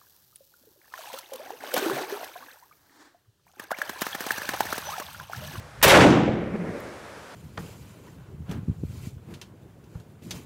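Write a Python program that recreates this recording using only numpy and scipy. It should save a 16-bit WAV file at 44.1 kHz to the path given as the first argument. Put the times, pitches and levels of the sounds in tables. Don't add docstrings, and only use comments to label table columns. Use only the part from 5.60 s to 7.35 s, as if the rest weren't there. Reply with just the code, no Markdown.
import sys
import numpy as np
from scipy.fft import rfft, irfft, next_fast_len
from scipy.io import wavfile
from scipy.ndimage import uniform_filter1d, map_coordinates

SR = 44100
rng = np.random.default_rng(int(sys.argv[2]) if len(sys.argv) > 2 else 0)


def store_wav(level_fs):
    pcm = np.round(np.clip(np.atleast_2d(level_fs), -1, 1) * 32767)
    wavfile.write(sys.argv[1], SR, pcm.T.astype(np.int16))


N = 77175
SHOT_S = 0.2262


def amp(db):
    return 10 ** (np.asarray(db) / 20)


def unit(x):
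    return x / np.sqrt(np.mean(x ** 2) + 1e-20)


def since(s):
    return np.arange(N) / SR - s


def wobble(rate):
    points = rng.standard_normal(400)
    return map_coordinates(points, [np.arange(N) * rate / SR], mode="wrap")


def filtered(x, response):
    m = next_fast_len(N + 8192)
    hz = np.fft.rfftfreq(m, 1 / SR) + 1
    return irfft(rfft(x, m) * response(hz), m)[:N]


def noise(response):
    return unit(filtered(rng.standard_normal(N), response))


def coloured(points):
    f, db = np.transpose(points)
    return noise(lambda hz: amp(np.interp(np.log(hz), np.log(f), db)))


def die_away(seconds, t60):
    return np.exp(-np.log(1000) * np.maximum(seconds, 0) / t60)


def envelope(s, rise, t60, hold=0):
    t = since(s)
    return np.clip(t / rise, 0, 1) * die_away(t - rise - hold, t60)


def swell(fullest, db_per_s, t60):
    t = since(SHOT_S + fullest)
    return amp(db_per_s * np.minimum(t, 0)) * die_away(t, t60)


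def burst(s, db, hz, t60, octaves, rise):
    puff = noise(lambda f: (1 + (np.log2(f / hz) / octaves) ** 2) ** -3)
    return amp(db) * envelope(s, rise, t60) * puff


FRONT_DB, FRONT_S, FRONT_DELAY_S = 20.5, 0.0004, 0.0051


def pressure_front():
    u = np.maximum(since(SHOT_S + FRONT_DELAY_S), 0) / FRONT_S
    return amp(FRONT_DB) * (u > 0) * (1 - u) * np.exp(-u)


# frequency in Hz, relative strength in dB.
BLAST_COLOUR = [(60, -15), (200, -11), (550, 1.5), (1100, -2), (3000, -0.5), (5000, -3.5), (11000, -5),
                (15500, -0.5)]
BLAST_DB, BLAST_RISE_S, BLAST_HOLD_S, BLAST_T60_S = 13, 0.0049, 0.018, 0.058


def blast_crackle():
    shape = envelope(SHOT_S, BLAST_RISE_S, BLAST_T60_S, BLAST_HOLD_S)
    return amp(BLAST_DB) * shape * coloured(BLAST_COLOUR)


# centre in Hz, level in dB at the turning point,
# turning point in seconds after the shot, slope before it in dB per second, then time to fall 60 dB in seconds.
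BAY_BANDS = [(65, -9.5, 0.077, -11.5, 1.12), (140.7, 1, 0.2, 58, 0.83), (269, 6, .22, 56, 0.69),
             (527, 6.5, 0.19, 8.5, 0.64), (1055, 4.5, .18, -16, 0.58), (2177, 8.5, 0.083, 23, 0.65),
             (4260, 0, 0.095, 14, 0.56), (8520, -3.5, 0.085, 4, 0.4), (13200, -9.5, .07, 4.5, .37)]
GRAIN_DB, GRAIN_RATE = 1.22, 170


def bay_wash():
    centres = np.log([row[0] for row in BAY_BANDS])
    wash = np.zeros(N)
    for share, (_, db, fullest, swell_db, t60) in zip(np.eye(len(BAY_BANDS)), BAY_BANDS):
        def response(hz):
            even_per_octave = np.sqrt(np.interp(np.log(hz), centres, share) / hz)
            return even_per_octave / (1 + (48 / hz) ** 4)
        wash += amp(db) * swell(fullest, swell_db, t60) * noise(response)
    return wash * amp(GRAIN_DB * wobble(GRAIN_RATE))


# frequency in Hz, level in dB when fullest,
# fullest at this many seconds after the shot, time to fall 60 dB in seconds.
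STANDING_WAVES = [(129.7, -3, 0.24, 0.66), (177.1, -1, 0.17, 0.84), (216, -6, 0.3, 0.88),
                  (297.6, 3, 0.24, 0.6), (347.6, -5, .22, 0.8), (538, 2, 0.095, 0.57)]
STANDING_SWELL_DB_PER_S, PHASE_POINTS_PER_S = 134, 6


def standing_waves():
    ringing = np.zeros(N)
    for hz, db, fullest, t60 in STANDING_WAVES:
        phase = 2 * np.pi * hz * since(SHOT_S) + wobble(PHASE_POINTS_PER_S)
        tone = np.sqrt(2) * np.sin(phase)
        ringing += amp(db) * swell(fullest, STANDING_SWELL_DB_PER_S, t60) * tone
    return ringing


def bay():
    return (bay_wash() + standing_waves()) * np.clip(since(SHOT_S) / 0.02, 0, 1)


# start in seconds, level in dB,
# centre in Hz, time to fall 60 dB in seconds, width in octaves.
ECHO_LIST = [(0.237, 14.5, 2400, 0.067, 1.4), (0.244, 17, 520, 0.077, 0.48), (.262, 1.5, 110, 0.16, 2.2),
             (0.279, 3, 10400, 0.087, 1.26), (0.294, 8, 2580, 0.074, 2.3), (0.326, 11.5, 568, 0.17, 0.95),
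             (0.338, 11.5, 1650, 0.1, 0.52), (0.403, 5.5, 1970, 0.19, 1.5), (0.41, -9.5, 6530, 0.29, 0.74),
             (.425, 7.5, 230, 0.15, 1.9), (0.446, 9.5, 557, .15, 1.15), (.5, -18, 4800, 0.13, 1),
             (0.601, -7, 606, 0.102, 1.1), (0.675, -8.5, 480, .16, 1.05), (0.689, -14, 76, 0.084, 0.77),
             (.895, -20, 189, 0.38, 0.34), (0.974, -24.5, 177, 0.36, 0.3), (1.042, -30.5, 380, 0.15, 1.3),
             (1.094, -37, 87, 0.11, 1.4), (1.149, -28, 530, 0.058, 0.52), (1.204, -42.5, 640, 0.11, 1.7),
             (1.27, -41.5, 345, 0.21, 0.24)]


def echoes():
    return sum(burst(*row, rise=0.0034) for row in ECHO_LIST)


# frequency in Hz, relative strength in dB.
ROLL_COLOUR = [(30, -32.5), (70, -25.5), (180, -1), (330, -1.5), (580, -4), (850, -16.5), (2200, -18.5),
               (4000, -50.5), (9000, -62)]
ROLL_S, ROLL_DB, ROLL_RISE_S, ROLL_T60_S = 0.55, -18, 0.11, 1.81
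FLUTTER_DB, FLUTTER_RATE = 2, 45
ROLL_BASS_HZ, ROLL_BASS_ENDS_S, ROLL_BASS_T60_S = 266, 1.14, 0.18


def far_roll():
    roll = coloured(ROLL_COLOUR) * amp(FLUTTER_DB * wobble(FLUTTER_RATE))
    bass = filtered(roll, lambda hz: 1 / (1 + (hz / ROLL_BASS_HZ) ** 4))
    bass_left = die_away(since(ROLL_BASS_ENDS_S), ROLL_BASS_T60_S)
    thinning = roll - bass + bass * bass_left
    return amp(ROLL_DB) * thinning * envelope(ROLL_S, ROLL_RISE_S, ROLL_T60_S)


# start in seconds, level in dB,
# centre in Hz, time to fall 60 dB in seconds, width in octaves.
METAL_TICKS = [(0.215, -31, 1630, 0.095, 1.5), (1.2027, -42, 15000, .012, 1)]


def ticks():
    return sum(burst(*row, rise=0.0005) for row in METAL_TICKS)


# frequency in Hz, relative strength in dB.
BREEZE_COLOUR = [(25, -29), (60, -18), (200, -7), (350, -10.5), (550, -5), (1000, -8.5), (1500, -8),
                 (2400, -16), (2900, -19), (5700, -23), (10000, -29), (15500, -40)]
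BREEZE_DB, BREEZE_GROWS_DB_PER_S, BREEZE_FULL_S = -48, 3, 1.0


def breeze():
    growth_db = BREEZE_GROWS_DB_PER_S * np.minimum(since(0), BREEZE_FULL_S)
    return coloured(BREEZE_COLOUR) * amp(BREEZE_DB + growth_db + 0.4 * wobble(6.5))


# time in seconds, level in dB.
WIND_LEVEL = [(0, -46), (.12, -54.5), (.18, -45.5), (.25, -34), (1.2, -50.5), (1.75, -61)]
# frequency in Hz, relative strength in dB.
WIND_COLOUR = [(25, -32.5), (65, -0.5), (140, -1.5), (300, -35), (1000, -71)]


def wind_on_microphone():
    wind_db = np.interp(since(0), *np.transpose(WIND_LEVEL))
    return coloured(WIND_COLOUR) * amp(wind_db + 2 * wobble(15))


def scene():
    shot = pressure_front() + blast_crackle()
    reflections = bay() + echoes() + far_roll()
    return (shot + reflections + ticks() + breeze() + wind_on_microphone())[None]


LIMIT_DB, SENSE_S, RECOVER_DB_PER_S = -9, 0.014, 28.5
CEILING, TOP_HZ = 0.5, 15750


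def record(dry):
    power = np.abs(uniform_filter1d(dry[0] ** 2, max(int(SENSE_S * SR), 1)))
    excess_db = np.maximum(10 * np.log10(power + 1e-12) - LIMIT_DB, 0)
    recovery_db = RECOVER_DB_PER_S * since(0)
    duck_db = np.maximum.accumulate(excess_db + recovery_db) - recovery_db
    x = dry[0] * amp(-duck_db)
    rounded = x / (1 + (x / CEILING) ** 6) ** (1 / 6)
    return filtered(rounded, lambda hz: 1 / (1 + (hz / TOP_HZ) ** 120))[None]


dry = scene()
out = record(dry)
store_wav(out)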